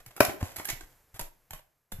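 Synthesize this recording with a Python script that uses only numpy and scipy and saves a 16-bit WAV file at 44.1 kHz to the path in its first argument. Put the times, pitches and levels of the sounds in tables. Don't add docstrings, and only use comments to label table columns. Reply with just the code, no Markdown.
import sys
import numpy as np
from scipy import signal
from scipy.fft import rfft, irfft
from scipy.io import wavfile
from scipy.ndimage import uniform_filter1d, map_coordinates

SR = 44100
rng = np.random.default_rng(int(sys.argv[2]) if len(sys.argv) > 2 else 0)


def put_to_file(sound):
    columns = np.atleast_2d(sound).T
    safe = np.clip(columns, -1, 1)
    whole_steps = np.round(safe * 32767)
    wavfile.write(sys.argv[1], SR, whole_steps.astype(np.int16))


N = 88200
SIZE = 32768
T, HZ = np.arange(SIZE) / SR, np.fft.rfftfreq(SIZE, 1 / SR)


def amp(db):
    return 10 ** (np.asarray(db) / 20)


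def along(points, hz):
    point_hz, values = np.transpose(points)
    return np.interp(np.log(hz + 1), np.log(point_hz), values)


def colour(points, hz=HZ):
    gain = amp(along(points, hz))
    return gain / np.sqrt(np.mean(gain ** 2))


def causal(x, gain):
    cepstrum = irfft(np.log(np.maximum(gain, 1e-6)))
    fold = np.r_[1, np.full(SIZE // 2 - 1, 2), np.zeros(SIZE // 2)]
    return irfft(rfft(x) * np.exp(rfft(cepstrum * fold)))


def struck(attack_s, t60):
    return (1 - np.exp(-T / attack_s)) * np.exp(-np.log(1000) * T / t60)


def sides(pan_db):
    return amp(np.array([[-pan_db], [pan_db]]) / 2)


def add(out, start, x):
    i = max(0, round(start * SR))
    out[:, i:i + SIZE] += x[:, :N - i]


# frequency in Hz, t60 in seconds.
ROOM_DECAY = [(100, 0.76), (500, .42), (2000, 0.34), (7000, 0.29), (14000, .28)]
# frequency in Hz, gain in dB.
ROOM_COLOUR = [(60, -9.5), (130, -4), (205, -9), (320, -0.5), (480, -1), (650, 1.5), (900, -1.5), (2000, 0),
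               (6000, -3.5), (13000, -1)]


def room(x, wet_db, build_s=.0038):
    hz, t, noise = signal.stft(rng.standard_normal((2, SIZE)), SR, nperseg=256)
    t60 = along(ROOM_DECAY, hz)[:, None]
    fade = np.exp(-np.log(1000) * t / t60) * np.sqrt(2 * np.log(1000) / (t60 * SR))
    tint = amp(along(ROOM_COLOUR, hz))[:, None]
    tail = signal.istft(noise * fade * tint, SR, nperseg=256)[1][:, :SIZE]
    tail *= 1 - np.exp(-(T / build_s) ** 2)
    return x + amp(wet_db) * signal.fftconvolve(x, tail, axes=1)[:, :SIZE]


# frequency in Hz, relative level in dB.
HUSH_COLOUR = [(20, 8.5), (60, 5.5), (130, 6.5), (220, -3.5), (400, -1), (850, -3), (2000, -6.5),
               (3500, -14.5), (7500, -11), (9500, -15.5), (11500, -6.5), (14200, -9)]
# time in seconds, level in dB.
HUSH_LEVEL = [(0, -61), (.9, -57), (1.05, -63), (1.4, -65), (1.7, -70.5), (1.879, -74.5), (2, -71.5)]


def hush(alike=.96):
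    spectrum = colour(HUSH_COLOUR, np.fft.rfftfreq(N, 1 / SR))
    shared, left, right = irfft(rfft(rng.standard_normal((3, N))) * spectrum, N)
    level_db = np.interp(np.arange(N) / SR, *np.transpose(HUSH_LEVEL))
    return (np.sqrt(alike) * shared + np.sqrt(1 - alike) * np.array([left, right])) * amp(level_db)


# start in seconds, level in dB, pitch in Hz, t60 in seconds.
SHEET_BUMPS = [(0.001, -47.5, 20, .15), (0.08, -45.5, 28, .1), (0.065, -45, 115, 0.14),
               (0.283, -24, 97, 0.038), (0.413, -29, 77, 0.043), (0.4268, -14.5, 92, 0.055),
               (0.428, -18.5, 247, 0.024), (0.583, -38, 82, 0.077), (0.728, -30.5, 119, .06),
               (0.702, -39, 24, 0.58), (0.832, -40.5, 35, 0.099), (1.137, -46, 33.5, 0.15),
               (1.142, -45, 103, 0.11), (1.196, -38, 140, 0.1), (1.212, -33, 19, 0.29),
               (1.51, -40, 82, 0.071), (1.533, -38, 22.9, 0.21), (1.536, -43.5, 150, 0.083),
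               (1.921, -40, 192, 0.12), (1.925, -33.5, 15.6, 0.3), (1.939, -38.5, 96, 0.14),
               (1.987, -28.5, 98, 0.063)]


def bumps():
    out = np.zeros((2, N))
    for start, db, hz, t60 in SHEET_BUMPS:
        swing = -np.sin(2 * np.pi * hz * T) * struck(.0026, t60)
        add(out, start, amp(db) * room(swing * sides(pan_db=-1), wet_db=-14.5))
    return out


def fibres(rough_db, grain_hz, left_lead_s=.0001, apart_hz=11100):
    spread = np.pi / 4 * HZ / np.hypot(HZ, apart_hz)
    mid, side = rfft(rng.standard_normal((2, SIZE))) * [np.cos(spread), np.sin(spread)]
    lead = np.exp(1j * np.pi * HZ * left_lead_s)
    grit = amp(rough_db * np.interp(T * grain_hz, np.arange(SIZE), rng.standard_normal(SIZE)))
    return irfft([(mid + side) * lead, (mid - side) / lead]) * grit / np.sqrt(np.mean(grit ** 2))


# frequency in Hz, relative level in dB.
CARD_COLOUR = [(60, -6), (140, 4.5), (210, 0), (320, 6), (450, 2), (620, 8), (900, 5), (1250, 1), (1750, 5),
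               (2400, 1), (3200, -1), (4600, -3), (6200, -2), (7700, 0), (9200, -12), (11200, 1.5),
               (12400, 0.5), (14200, -13)]


def card(x, body_db, top_db, resonance=1, body_hz=2200, top_hz=9500, reflection=.45):
    shelves_db = body_db / (1 + (HZ / body_hz) ** 2) + top_db / (1 + (top_hz / (HZ + 1)) ** 6)
    delay_s = rng.uniform(.0003947, .0028)
    comb = np.abs(1 + reflection * np.exp(-2j * np.pi * HZ * delay_s)) / np.hypot(1, reflection)
    return causal(x, colour(CARD_COLOUR) * amp(shelves_db) * resonance * comb)


# time of the peak, rise time
# and time to fall 20 dB, all in seconds, then level, body and top in dB.
CARD_SLIDES = [(0.115, 0.046, 0.069, -55, 4, -3), (0.411, .015, 0.038, -45.5, 11, -1.5),
               (0.454, 0.037, 0.17, -47.5, 2.5, 0.5), (0.592, .035, 0.057, -41.5, -1, 0.5),
               (0.691, 0.013, 0.049, -25, -13, -17), (0.83, .03, 0.19, -56.5, -10, -4),
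               (1.164, 0.028, 0.032, -51.5, 2, 6), (1.214, 0.017, 0.024, -45, -3.5, 2.5),
               (1.548, 0.033, 0.056, -53.5, -4, 7.5), (1.99, .04, 0.059, -61, 5, -4)]


def slides():
    out = np.zeros((2, N))
    for peak, rise, fall, db, body_db, top_db in CARD_SLIDES:
        stroke = np.minimum(T / rise, 1) * amp(-20 * np.maximum(T - rise, 0) / fall)
        rub = card(fibres(rough_db=4, grain_hz=902) * stroke, body_db, top_db)
        add(out, peak - rise, amp(db) * room(rub * sides(pan_db=1.5), wet_db=-4.5))
    return out


# start in seconds, level in dB,
# body in dB, top in dB, t60 in seconds, right over left in dB, pitch of the free span in Hz.
EDGE_TICKS = [(0.001, -52, 4.5, -1.5, 0.076, 4.5, 1520), (0.0617, -39.5, -4.5, 7, 0.029, 2, 1520),
              (0.083, -49, -8, 0, .02, 8, 1600), (0.1635, -38.5, -1.5, 7.5, 0.053, 2, 744),
              (0.177, -46.5, 15.5, 3, 0.024, 3, 1460), (0.2034, -17.5, -3, 1, 0.042, -3, 1380),
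              (0.230, -20, -9, 5, 0.011, -8, 730), (0.2497, -12.5, -11, -1.5, 0.015, 3, 1340),
              (0.293, -35.5, 10, -15, 0.046, 3.5, 660), (0.4275, -33.5, 7.5, -4, 0.017, 4, 1050),
              (0.560, -33.5, -4.5, 5.5, 0.031, 1, 1700), (0.566, -25, -11, 4.5, 0.011, 6.5, 2240),
              (0.5977, -37, 13.5, -2, 0.021, 1, 935), (0.646, -32, -22, 2, 0.034, 5, 2010),
              (0.653, -26.5, -8, 14, 0.017, 5, 1610), (0.673, -37.5, -8, 7, 0.022, 10, 1860),
              (0.6845, -31, -35, -4, .02, 7, 1900), (0.6893, -24, -3, -1, 0.019, 4.5, 1694),
              (0.700, -23.5, -13.5, 2.5, 0.033, 8, 2230), (0.808, -33.5, -1, -6.5, 0.022, 4, 1590),
              (1.1416, -47, -9, 2.5, .05, 1.5, 352.3), (1.166, -51.5, 0, 0, .04, -8.5, 1322),
              (1.193, -27.5, 1.5, 7, 0.024, 2.5, 965), (1.1977, -30.5, -1.5, 3.5, 0.022, 0.5, 625),
              (1.211, -27.5, -10, 7, 0.016, 5, 781), (1.507, -33.5, -0.5, 6, 0.021, 0, 795),
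              (1.533, -33, -0.5, 4.5, 0.022, 5, 1068), (1.575, -50.5, -3.5, -1.5, 0.024, -0.5, 937.6),
              (1.590, -52.5, 5, -1.5, 0.048, 0.5, 787), (1.608, -56, 2.5, 9, 0.0094, -4.5, 1998),
              (1.918, -40, -3, 12.5, 0.058, 3, 525.5), (1.921, -36.5, 1, 6, 0.022, 3, 1698)]


def ticks(span_db=7.5, span_sharpness=12):
    out = np.zeros((2, N))
    for start, db, body_db, top_db, t60, pan_db, hz in EDGE_TICKS:
        burst = fibres(rough_db=1.5, grain_hz=1510) * struck(.00048, t60)
        span = amp(span_db / (1 + (span_sharpness * (HZ / hz - 1)) ** 2))
        tick = card(burst, body_db, top_db, span)
        add(out, start, amp(db) * room(tick * sides(pan_db), wet_db=-2))
    return out


# frequency in Hz, level in dB, t60 in seconds.
TABLE_MODES = [(404, -38.5, 0.4), (579, -32.5, .28), (639, -32, 0.41), (728, -31, 0.34),
               (1028, -35.5, 0.34), (1120, -28, 0.15), (1382, -36, .22), (1512, -33.5, .28),
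               (1590, -43, 0.1), (1930, -35, 0.24)]


def table_ring(blur_rad=.9, blur_hz=90):
    ring = np.zeros((2, SIZE))
    for hz, db, t60 in TABLE_MODES:
        wander = blur_rad * map_coordinates(rng.standard_normal(SIZE // 64), [T * blur_hz])
        mic_phases = rng.uniform(0, 2 * np.pi) + rng.normal(0, .4, (2, 1))
        ring += amp(db) * np.sin(2 * np.pi * hz * T + wander + mic_phases) * struck(.003, t60)
    return ring


# frequency in Hz, level in dB, t60 in seconds, right over left in dB.
PANEL_MODES = [(120, -23.5, 0.072, -0.5), (295, -12.5, .03, -4), (416, -6.5, 0.022, -3.5),
               (592, -2.5, 0.02685, -1.5), (966, -6, 0.02, 3.5), (1364, -6, 0.02, -1.5),
               (1534, -10.5, .022, -1.5), (2407, -6.5, .02, -1.5)]


def panel_bend(right_lead_s=.0001, cut_hz=75):
    mic_time = T + np.array([[-right_lead_s], [right_lead_s]]) / 2
    bend = sum(amp(db) * sides(pan_db) * np.sin(2 * np.pi * hz * mic_time) * struck(.0005, t60)
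               for hz, db, t60, pan_db in PANEL_MODES)
    return signal.sosfilt(signal.butter(2, cut_hz, "high", fs=SR, output="sos"), bend)


# start in seconds, level in dB, t60 in seconds.
TAB_CRACKS = [(0.2056, -8.5, 0.013), (0.2086, -14.5, 0.016)]
# frequency in Hz, relative level in dB.
TAB_COLOUR = [(100, -6), (700, 0.5), (1400, 2), (2000, -2), (2500, 4), (3100, -3.5), (5200, -0.5),
              (7500, -3.5), (9000, -6), (10500, 0), (12200, 5), (14200, -4.5)]


def knock(snap_s=.2053):
    out = np.zeros((2, N))
    add(out, snap_s, room(panel_bend(), wet_db=-9) + table_ring())
    for start, db, t60 in TAB_CRACKS:
        burst = fibres(rough_db=1.2, grain_hz=2000, left_lead_s=-.00005) * struck(.0003, t60)
        crack = causal(burst, colour(TAB_COLOUR))
        add(out, start, amp(db) * room(crack * sides(pan_db=1), wet_db=-1.5))
    return out


def scene():
    return knock() + ticks() + slides() + bumps() + hush()


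def record(dry, gate_db=-54.5, duck_db=-3.67, window_s=.015, ceiling=.9, top_hz=14300):
    above_bass = signal.sosfilt(signal.butter(2, 300, "high", fs=SR, output="sos"), dry)
    power = uniform_filter1d(np.mean(above_bass ** 2, axis=0), int(window_s * SR))
    level_db = 10 * np.log10(np.abs(power) + 1e-12)
    gated = dry * amp(np.where(level_db < gate_db, duck_db, 0))
    rounded = gated / (1 + np.abs(gated / ceiling) ** 6) ** (1 / 6)
    return signal.sosfilt(signal.cheby1(12, .2, top_hz, fs=SR, output="sos"), rounded)


dry = scene()
out = record(dry)
put_to_file(out)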